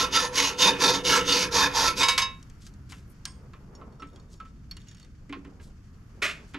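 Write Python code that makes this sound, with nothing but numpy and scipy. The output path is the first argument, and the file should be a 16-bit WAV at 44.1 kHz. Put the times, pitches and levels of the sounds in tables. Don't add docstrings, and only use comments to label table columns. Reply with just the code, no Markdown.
import sys
import numpy as np
from scipy import signal
from scipy.fft import rfft, irfft, next_fast_len
from scipy.io import wavfile

SR = 44100
rng = np.random.default_rng(int(sys.argv[2]) if len(sys.argv) > 2 else 0)


def wav_out(sig):
    wavfile.write(sys.argv[1], SR, np.round(np.clip(np.atleast_2d(sig).T, -1, 1) * 32767).astype(np.int16))


N = 290178


def from_db(db):
    return 10 ** (np.asarray(db) / 20)


def rms_one(x):
    return x / np.sqrt(np.mean(x ** 2) + 1e-20)


def in_time(rows):
    s, *columns = np.transpose(rows)
    t = np.arange(N) / SR
    out = [np.interp(t, s, column) for column in columns]
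    out[0][(t < s[0]) | (t > s[-1])] = -200
    return out


def at_hz(points, hz):
    points = np.array(points)
    return np.interp(np.log(hz + 1), np.log(points[:, 0]), points[:, 1])


def filtered(x, gain_at):
    size = next_fast_len(N + SR // 4)
    hz = np.fft.rfftfreq(size, 1 / SR)
    return irfft(rfft(x, size) * gain_at(hz), size)[:N]


def colour(x, spectrum):
    return filtered(x, lambda hz: from_db(at_hz(spectrum, hz)))


def drift(per_s):
    r = np.exp(-80 * np.pi * per_s / SR)
    noise = rng.standard_normal(N // 40 + 1002)
    slow = rms_one(signal.lfilter([1], [1, -2 * r, r * r], noise)[1000:])
    return np.interp(np.arange(N) / 40, np.arange(len(slow)), slow)


def swells(rows):
    t = np.arange(N) / SR
    return np.max([rise_db * np.clip(1 - np.abs(t - s) / half, 0, 1) for s, half, rise_db in rows], axis=0)


def grains(per_s, spread_db):
    signs = rng.choice([-1, 1], N)
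    sizes = from_db(spread_db * np.minimum(rng.exponential(1, N), 4))
    return sizes * signs * (rng.random(N) < per_s / SR)


def resonate(x, peaks, wander_db, per_s):
    out = 0
    for k, (hz, width_hz, level_db) in enumerate(peaks):
        r = np.exp(-np.pi * max(width_hz, 2) / SR)
        poles = [1, -2 * r * np.cos(2 * np.pi * hz / SR), r * r]
        zeros = [(1 - r * r) / 2, 0, (r * r - 1) / 2]
        drive = x * from_db(level_db + wander_db * np.clip(drift(per_s), -3, 1.3))
        out = out + (-1) ** k * signal.lfilter(zeros, poles, drive)
    return out


def strike(times, blow_db, modes, spread_db, rise_s):
    t = np.arange(SR // 2) / SR
    out = np.zeros((len(times), len(t)))
    chance = rng.standard_normal((len(times), len(modes)))
    blow_db = np.broadcast_to(blow_db, chance.shape)
    for k, (hz, level_db, t60) in enumerate(modes):
        height = from_db(blow_db[:, k] + level_db + spread_db * chance[:, k])
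        out += np.outer(height, np.sin(2 * np.pi * hz * t) * from_db(-60 * t / t60))
    return out * (1 - np.exp(-t / rise_s))


def contact(t60, low_hz, high_hz, rise_s):
    t = np.arange(SR // 2) / SR
    shape = (1 - np.exp(-t / rise_s)) * from_db(-60 * t / np.maximum(t60, .002)[:, None])
    burst = rng.standard_normal(shape.shape) * shape
    burst = signal.sosfilt(signal.butter(2, [low_hz, high_hz], "band", fs=SR, output="sos"), burst)
    return burst / np.abs(burst).max(axis=1, keepdims=True)


def place(times, rows, pan_db):
    out = np.zeros((2, N + SR))
    for s, row, pan in zip(times, rows, pan_db):
        at = round(s * SR)
        out[:, at:at + len(row)] += row * from_db([[pan / 2], [-pan / 2]])
    return out[:, :N]


# pitch_hz, left_over_right_db
BENCH_BALANCE = [(60, -9), (150, 0), (370, -0.5), (930, -3.5), (2310, -1), (5740, -3), (14300, 3)]


def sided(mono):
    half = np.array(BENCH_BALANCE) * [1, .5]
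    return np.array([colour(mono, half), colour(mono, half * [1, -1])])


# pitch_hz, likeness (1 = the same)
LIKENESS = [(25, .93), (120, 1), (500, 0.81), (2000, 0.25), (6000, 0.27), (14000, .5)]


def wide_noise(spectrum):
    hz = np.fft.rfftfreq(N, 1 / SR)
    alike = np.clip(at_hz(LIKENESS, hz), 0, 1)
    mid, side = rfft(rng.standard_normal((2, N)))
    both = np.sqrt(1 + alike) * mid + np.sqrt(1 - alike) * side * [[1], [-1]]
    return rms_one(irfft(both * from_db(at_hz(spectrum, hz)), N))


# pitch_hz, relative level_db per Hz
RUMBLE_SPECTRUM = [(12, -51), (20, 1.5), (65, 4), (186, -3.5), (353, -18), (631, -38), (700, -29),
                   (910, -60), (1540, -120)]
TRAFFIC_SPECTRUM = [(290, -25), (500, -7.5), (711, -7), (1290, 2.5), (3450, -19.5), (5480, -20.5),
                    (8980, -24), (11900, -18.5), (14500, -32.5)]
RUMBLE_DB, SAWING_RUMBLE_DB = -47.5, 3.5
TRAFFIC_DB, TRAFFIC_SWAY_DB = -68, 2.4


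def garage():
    last_release_s = STROKES[-1][1]
    sawing = np.clip((last_release_s + THRUM_FADE_S - np.arange(N) / SR) / THRUM_FADE_S, 0, 1)
    rumble_db = RUMBLE_DB + SAWING_RUMBLE_DB * sawing + 1.3 * drift(0.6)
    traffic_db = TRAFFIC_DB + TRAFFIC_SWAY_DB * drift(.4)
    return wide_noise(RUMBLE_SPECTRUM) * from_db(rumble_db) + wide_noise(TRAFFIC_SPECTRUM) * from_db(traffic_db)


# pitch_hz, relative level_db per Hz
CLOTH_SPECTRUM = [(880, -17.5), (1500, 13.5), (3030, 9.5), (3950, 3), (4470, 10), (6790, 8), (12100, -19.5),
                  (14500, -27)]
RUBBING_SPECTRUM = [(120, -27), (200, 0), (305, -9.5), (437, -6), (696, -15.5), (1330, -17), (1460, -22.5),
                    (2500, -36), (3250, -63), (5500, -120)]
# middle_s, half_length_s, rise_db above rest
REACHES = [(2.3, 0.63, 6), (3.19, .5, 3), (4.9, 0.25, 8.5), (5.75, 0.67, 2), (6.5, 0.55, 8.5)]
# middle_s, half_length_s, rise_db above rest
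GRIPS = [(2.3, 0.068, 14.5), (3.85, 0.72, 17.5), (5.5, 0.35, 11.5), (6.3, 0.32, 12.5)]
CLOTH_DB, RUBBING_DB = -72, -68.5


def rustle():
    cloth_db = CLOTH_DB + swells(REACHES) + 1.46 * drift(26)
    rubbing_db = RUBBING_DB + swells(GRIPS) + 2.9 * drift(10.0)
    return wide_noise(CLOTH_SPECTRUM) * from_db(cloth_db) + wide_noise(RUBBING_SPECTRUM) * from_db(rubbing_db)


# start_s, rise_s, fall_s, level_db, low_hz, high_hz
SWISHES = [(2.593, 0.078, .04, -56, 3000, 7750), (2.89, .006, .16, -56.5, 1530, 7900),
           (3.062, 0.057, 0.022, -66.5, 8500, 13400), (4.293, 0.036, 0.057, -61, 3550, 7800),
           (4.437, .03, .07, -70, 2960, 6960), (5.597, 0.033, 0.097, -62, 3000, 8540),
           (6.466, 0.022, .05, -65, 3000, 8900)]


def brushes():
    out = np.zeros((2, N))
    fibres = grains(5000, 2.1) * from_db(2.3 * drift(60))
    for s, rise, fall, level_db, low_hz, high_hz in SWISHES:
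        at = round(s * SR)
        t = np.arange(min(SR // 4, N - at)) / SR
        band = signal.butter(2, [low_hz, high_hz], "band", fs=SR, output="sos")
        brush = rms_one(signal.sosfilt(band, fibres[at:at + len(t)]))
        shape = np.clip(np.minimum(t / rise, 1 - (t - rise) / fall), 0, 1) ** 0.97
        out[:, at:at + len(t)] += from_db(level_db) * shape * brush
    return out


ROOM_T60_S, WALL_CUT_HZ, ROOM_DB = 0.39, 5100, -22.5


def room(x):
    size = next_fast_len(N + SR)
    hz = np.fft.rfftfreq(size, 1 / SR)
    wall = 1 / (1 + 1j * hz / WALL_CUT_HZ)
    out = np.zeros((2, len(hz)), complex)
    for k, lag_s in enumerate(rng.uniform(0.0074, 0.032, 16)):
        loop = from_db(-60 * lag_s / ROOM_T60_S) * wall * np.exp(-2j * np.pi * hz * lag_s)
        out[k % 2] += loop / (1 - loop) * (-1) ** (k // 2)
    return irfft(out * rfft(x, size), size)[:, :N]


# pitch_hz, level_db, t60_s
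HANDLE_MODES = [(2860, -4, .06), (3300, -2, .07), (3660, 0, .05), (4420, 0, .055), (5480, -1, .08),
                (6750, -3, .06), (8250, -9, .035), (10100, -13, .04), (11900, -17, .03)]
# middle_s, half_length_s, rise_db above rest
JINGLES = [(4.08, 0.18, 23), (4.4, 0.27, 17), (4.79, 0.095, 32), (4.96, 0.17, 27)]
JINGLE_REST_DB = -88.5


def jingle():
    peaks = [(hz, np.log(1000) / np.pi / t60, level_db) for hz, level_db, t60 in HANDLE_MODES]
    ring = rms_one(resonate(grains(180, 3.0), peaks, wander_db=4.0, per_s=13.5))
    return sided(ring * from_db(JINGLE_REST_DB + swells(JINGLES)))


TICK_T60_S, KNOCK_T60_S = 0.021, 0.13


def taps(tick_db, knock_db):
    tick = contact(np.full(len(tick_db), TICK_T60_S), 3500, 7360, rise_s=0.00089)
    knock = contact(np.full(len(tick_db), KNOCK_T60_S), 940, 3130, rise_s=0.00025)
    knock = signal.sosfilt(signal.butter(2, 3500, fs=SR, output="sos"), knock)
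    return from_db(tick_db)[:, None] * tick + from_db(knock_db)[:, None] * knock


# start_s, tick_db, ring_db
HANDLE_HITS = [(3.533, -67, -65), (3.7506, -58, -58.5), (3.923, -68, -66), (3.954, -67, -72),
               (4.001, -62, -62), (4.1595, -51, -64), (4.1974, -59, -62.5), (4.3993, -62, -70),
               (4.7113, -39.5, -46.5), (4.7675, -42, -53), (4.8723, -55, -63), (4.8843, -57, -56),
               (4.9124, -50, -60), (4.9465, -48.5, -70.5), (4.969, -54, -68), (4.997, -46.5, -63),
               (5.028, -51, -63), (5.0469, -51, -72)]
HANDLE_KNOCK_DB = -4
HANDS_PAN_DB, HANDS_CROSS_S = (4, -2.5), 3.1


def handle():
    s, tick_db, ring_db = np.transpose(HANDLE_HITS)
    ring = strike(s, ring_db[:, None], HANDLE_MODES, spread_db=6.0, rise_s=0.0004)
    return place(s, taps(tick_db, tick_db + HANDLE_KNOCK_DB) + ring, 0 * s + HANDS_PAN_DB[1])


# start_s, tick_db (bright), knock_db (dull), ring_db, pitch_hz (favoured among the modes)
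KNOCKS = [(2.4269, -42, -59, -57, 1110), (2.4977, -46, -53.5, -70, 1750), (2.6197, -44, -62, -68, 1550),
          (2.6653, -40, -52, -47, 1550), (2.7372, -53, -76, -76, 1170), (2.8976, -43, -53, -56, 1500),
          (2.92, -37, -36, -59, 1520), (3.253, -19.5, -35.5, -34, 1630), (3.5339, -60, -42, -43.5, 1190),
          (3.8132, -67, -48, -38, 1230), (3.997, -56, -54, -40.5, 1310), (4.0208, -48, -35.5, -30.5, 1360),
          (4.34, -48, -67, -67, 1240), (4.4009, -51, -44, -30, 1363), (4.4513, -61, -50, -45, 1320),
          (5.2942, -49, -45, -37, 2100), (5.3254, -45.5, -30, -34, 1064), (5.4478, -56, -43.5, -51, 1050),
          (5.5977, -64, -49, -48, 1660), (6.5366, -47, -42.5, -61, 2090), (6.5432, -44, -28, -37.5, 2297)]
# pitch_hz, level_db, t60_s
JAW_MODES = [(1064, -1, .13), (1180, -2, .07), (1315, 0, .1), (1620, -3, .06), (2070, -2, .05),
             (2330, -2, .07)]
JAW_DB_PER_OCTAVE = 45


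def knocks():
    s, tick_db, knock_db, ring_db, favoured_hz = np.transpose(KNOCKS)
    octaves_off = np.abs(np.log2(np.array(JAW_MODES)[:, 0] / favoured_hz[:, None]))
    blow_db = ring_db[:, None] - JAW_DB_PER_OCTAVE * octaves_off
    rows = taps(tick_db, knock_db) + strike(s, blow_db, JAW_MODES, spread_db=0.5, rise_s=0.003)
    return place(s, rows, np.where(s < HANDS_CROSS_S, *HANDS_PAN_DB))


# start_s, level_db
THUMPS = [(2.892, -48.5), (3.812, -59), (4.019, -38.5), (4.398, -56.5), (5.297, -32), (5.328, -39),
          (5.362, -31), (5.452, -36.5), (6.228, -38.5), (6.544, -32), (6.565, -48)]
# pitch_hz, level_db, t60_s
BENCH_TOP_MODES = [(190, -9, .12), (250, -9, .12), (283, 0, .2), (315, -6, .12), (380, -7, .1),
                   (470, -13, .08)]


def thumps():
    s, level_db = np.transpose(THUMPS)
    return place(s, strike(s, level_db[:, None], BENCH_TOP_MODES, spread_db=1.2, rise_s=.006), 0 * s)


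# pitch_hz, relative level_db per Hz
CLATTER_SPECTRUM = [(180, -46), (300, -29), (422, -6), (488, -35), (584, -7), (861, -20.5), (1270, -5),
                    (2430, -0.5), (3260, -10.5), (7100, -19), (14500, -42)]
# pitch_hz, width_hz, level_db
CLATTER_PEAKS = [(1280, 120, -16), (1640, 80, -8.5), (2100, 90, -11), (2273, 91, 9), (2506, 90, 3.5),
                 (2655, 80, 8), (3560, 94, -5)]
CLATTER_S, CLATTER_DB = 6.2185, -24
CLATTER_RISE_S, CLATTER_HOLD_S, CLATTER_T60_S = 0.0053, 0.034, 0.26


def clatter():
    since = np.maximum(np.arange(N) / SR - CLATTER_S, 0)
    fall_db = -60 * np.maximum(since - CLATTER_HOLD_S, 0) / CLATTER_T60_S
    level = np.minimum(since / CLATTER_RISE_S, 1) * from_db(CLATTER_DB + fall_db)
    hits = grains(3000, 1.5)
    ring = rms_one(resonate(hits, CLATTER_PEAKS, wander_db=-3.0, per_s=11.0))
    return sided((rms_one(colour(hits, CLATTER_SPECTRUM)) + from_db(-4) * ring) * level)


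# pitch_hz, width_hz, level_db
FRAME_PEAKS = [(1050, 45, 4.5), (3320, 150, -9), (4700, 120, -3), (5380, 150, -2), (6600, 150, -9),
               (8600, 200, -4.5)]
SET_DOWN_S, SET_DOWN_DB, SET_DOWN_T60_S = 3.254, -44, 0.3


def set_down():
    since = np.arange(N) / SR - SET_DOWN_S
    rattle = rms_one(resonate(grains(3000, 2.2), FRAME_PEAKS, wander_db=-0.5, per_s=20.0))
    level = from_db(SET_DOWN_DB - 60 * np.maximum(since, 0) / SET_DOWN_T60_S)
    return sided(rattle * (since > 0) * level)


# start_s, level_db, crack_db (relative to level_db), crack_t60_s
BOUNCES = [(2.029, -9.5, -6.5, 0.2), (2.083, -9, -3.5, 0.21), (2.178, -17, 6, 0.13),
           (2.217, -14.5, -9.5, 0.063)]
# pitch_hz, level_db, t60_s
OFFCUT_MODES = [(963, -16, .2), (1064, -11, .32), (2243, -13, .3), (3784, -12, .26), (5172, -12, .18),
                (1329, -22, .26), (1690, -21, .2), (2650, -19, .28), (2909, -15, .2), (3270, -20, .12),
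                (4794, -14, .12), (1768, -22, .2), (2051, -23, .2), (3038, -18, .13), (4511, -20, .12),
                (6264, -16, .13), (7580, -24, .15), (5000, -17, .06), (6730, -19, .05), (10070, -28, .12),
                (10530, -34, .12), (11640, -36, .1)]
AFTER_RATTLE_DB, AFTER_RATTLE_T60_S = -15, .32


def offcut():
    s, level_db, crack_db, t60 = np.transpose(BOUNCES)
    crack = contact(t60, 1100, 5600, rise_s=0.00027)
    crack = crack + from_db(-25) * contact(0.73 * t60, 6400, 15000, rise_s=.001)
    tail = contact(0 * s + AFTER_RATTLE_T60_S, 900, 3400, rise_s=0.0093)
    crack = crack + from_db(AFTER_RATTLE_DB) * tail
    ring = strike(s, level_db[:, None], OFFCUT_MODES, spread_db=2.5, rise_s=.002)
    return sided(place(s, ring + from_db(level_db + crack_db)[:, None] * crack, 0 * s)[0])


# bite_s, release_s, early_db (rasp drive), late_db (rasp drive), thrum_db (relative drive of the bench)
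STROKES = [(-.1, 0.031, -20.5, -27.5, -33), (0.108, 0.255, -23, -32, -32.5), (0.334, 0.49, -23, -28, -37),
           (0.57, 0.686, -20, -22.5, -29.5), (0.787, 0.958, -21.5, -28.5, -27.5),
           (1.031, 1.177, -22.5, -23.5, -29), (1.251, 1.433, -24.5, -26, -30),
           (1.505, 1.646, -23.5, -24, -31.5), (1.731, 1.881, -23.5, -24.5, -35.5),
           (1.951, 2.016, -26, -25, -33)]
CATCH_S, CATCH_DB = 0.021, -7.5
BITE_S, EASE_S, EASE_DB = 0.049, 0.058, -19.5
TURN_DB = (-41, -52)
EARLY_RING_DB, LATE_RING_DB, TURN_RING_DB = (-3.5, -5.5), (-3, 1), 5.5


def stroke_curve():
    rows = []
    for k, (bite, release, early_db, late_db, _) in enumerate(STROKES):
        early_ring_db = EARLY_RING_DB[k % 2]
        rows += [(bite, TURN_DB[k % 2], TURN_RING_DB),
                 (bite + CATCH_S, early_db + CATCH_DB, early_ring_db),
                 (bite + BITE_S, early_db, early_ring_db),
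                 (release, late_db, LATE_RING_DB[k % 2]),
                 (release + EASE_S, late_db + EASE_DB, TURN_RING_DB)]
    return in_time(rows)


THRUM_FADE_S, THRUM_FADE_DB = .25, -21


def weight():
    rows = [((bite + release) / 2, thrum_db) for bite, release, _, _, thrum_db in STROKES]
    end, last_db = STROKES[-1][1] + EASE_S, rows[-1][1]
    rows += [(end, last_db), (end + THRUM_FADE_S, last_db + THRUM_FADE_DB)]
    return in_time(rows)[0]


# pitch_hz, width_hz, level_db
BENCH_PEAKS = [(128, 4.3, -8), (191, 25, -7.5), (278, 14, -3.5), (392, 82, -9.5), (477, 14, 2.5),
               (502.8, 15, 1.5)]
THRUM_SHARE, FULL_STROKE_DB = 0.37, -27


def bench_thrum(clicks, rasp_db):
    push = from_db(weight() + THRUM_SHARE * (np.maximum(rasp_db, -45) - FULL_STROKE_DB))
    return resonate(clicks * push, BENCH_PEAKS, wander_db=2.0, per_s=16.0) * from_db(22)


# start_s, level_db (peak)
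SNAPS = [(0.1734, -12.5), (0.402, -9.5), (.429, -13.5), (1.7795, -18), (2.0228, -12)]


def snaps():
    s, peak_db = np.transpose(SNAPS)
    bursts = from_db(peak_db)[:, None] * contact(np.full(len(s), .01), 1300, 4300, rise_s=0.00017)
    return place(s, bursts, 0 * s)[0]


# pitch_hz, relative level_db per Hz
RASP_SPECTRUM = [(350, -33.5), (600, -9), (764, -22.5), (921, 1.5), (1220, -15), (1340, -8), (2380, -7.5),
                 (4660, 0), (6260, -2), (8180, -19), (10800, -21), (13300, -26), (14800, -48)]
# pitch_hz, width_hz, level_db
BAR_PEAKS = [(910.6, 50, -8), (926, 51, -9), (1049, 66, -10.5), (1153, 27, -12.5), (1333.4, 18, 1.5),
             (1660, 66, -9.5), (1775, 40, -10), (2220, 33, -5.5), (2504, 39, -6.5), (2895, 170, -6),
             (3650, 45, -1), (4455, 72, -2.5), (4844, 41, -4), (5054, 49, -10), (6570, 85, -13),
             (7520, 290, -16), (10056, 17, -15.5), (10684, 300, -28.5), (11300, 160, -21.5)]
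# pitch_hz, side_db relative to the rasp
FRAME_SIDE = [(800, -19), (2000, -15), (5000, -13.5), (9000, -21), (13000, -7)]
TEETH_PER_S, TOOTH_SPREAD_DB, CHATTER_DB = 3200, 0, 1
BAR_DB, WANDER_DB, WANDER_PER_S = 0, 6.5, 3.5


def saw():
    rasp_db, ring_db = stroke_curve()
    clicks = rms_one(grains(TEETH_PER_S, TOOTH_SPREAD_DB))
    press = from_db(rasp_db + CHATTER_DB * drift(35))
    cutting = clicks * press
    unit, scale = rms_one(cutting), np.sqrt(np.mean(cutting ** 2))
    bar = rms_one(resonate(unit, BAR_PEAKS, WANDER_DB, WANDER_PER_S))
    steel = rms_one(colour(unit, RASP_SPECTRUM)) + from_db(BAR_DB) * bar
    low = signal.sosfilt(signal.butter(2, 2400, fs=SR, output="sos"), steel)
    steel = scale * (steel + (from_db(ring_db + 6.5) - 1) * low)
    mono = steel + bench_thrum(clicks, rasp_db) + snaps()
    side = rms_one(colour(rng.standard_normal(N), RASP_SPECTRUM))
    ends = colour(side, FRAME_SIDE) * press
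    return sided(mono) + ends * [[1], [-1]]


def scene():
    hand_work = knocks() + thumps() + handle() + jingle()
    bench = saw() + offcut() + set_down() + hand_work + clatter()
    reverb = from_db(ROOM_DB) * room(bench.mean(axis=0))
    return bench + reverb + rustle() + brushes() + garage()


# pitch_hz, lead_rad of the left one
CAPSULE_PHASE = [(0, 0), (1030, -0.11), (1810, -0.45), (3190, -0.8), (4130, -0.55), (4390, -0.32),
                 (6980, 0.22), (14000, 0.13), (14500, -0.22)]
CUTOFF_HZ = 15200


def record(dry):
    left = filtered(dry[0], lambda hz: np.exp(1j * at_hz(CAPSULE_PHASE, hz)))
    return signal.sosfilt(signal.cheby2(12, 60, CUTOFF_HZ, fs=SR, output="sos"), [left, dry[1]])


dry = scene()
out = record(dry)
wav_out(out)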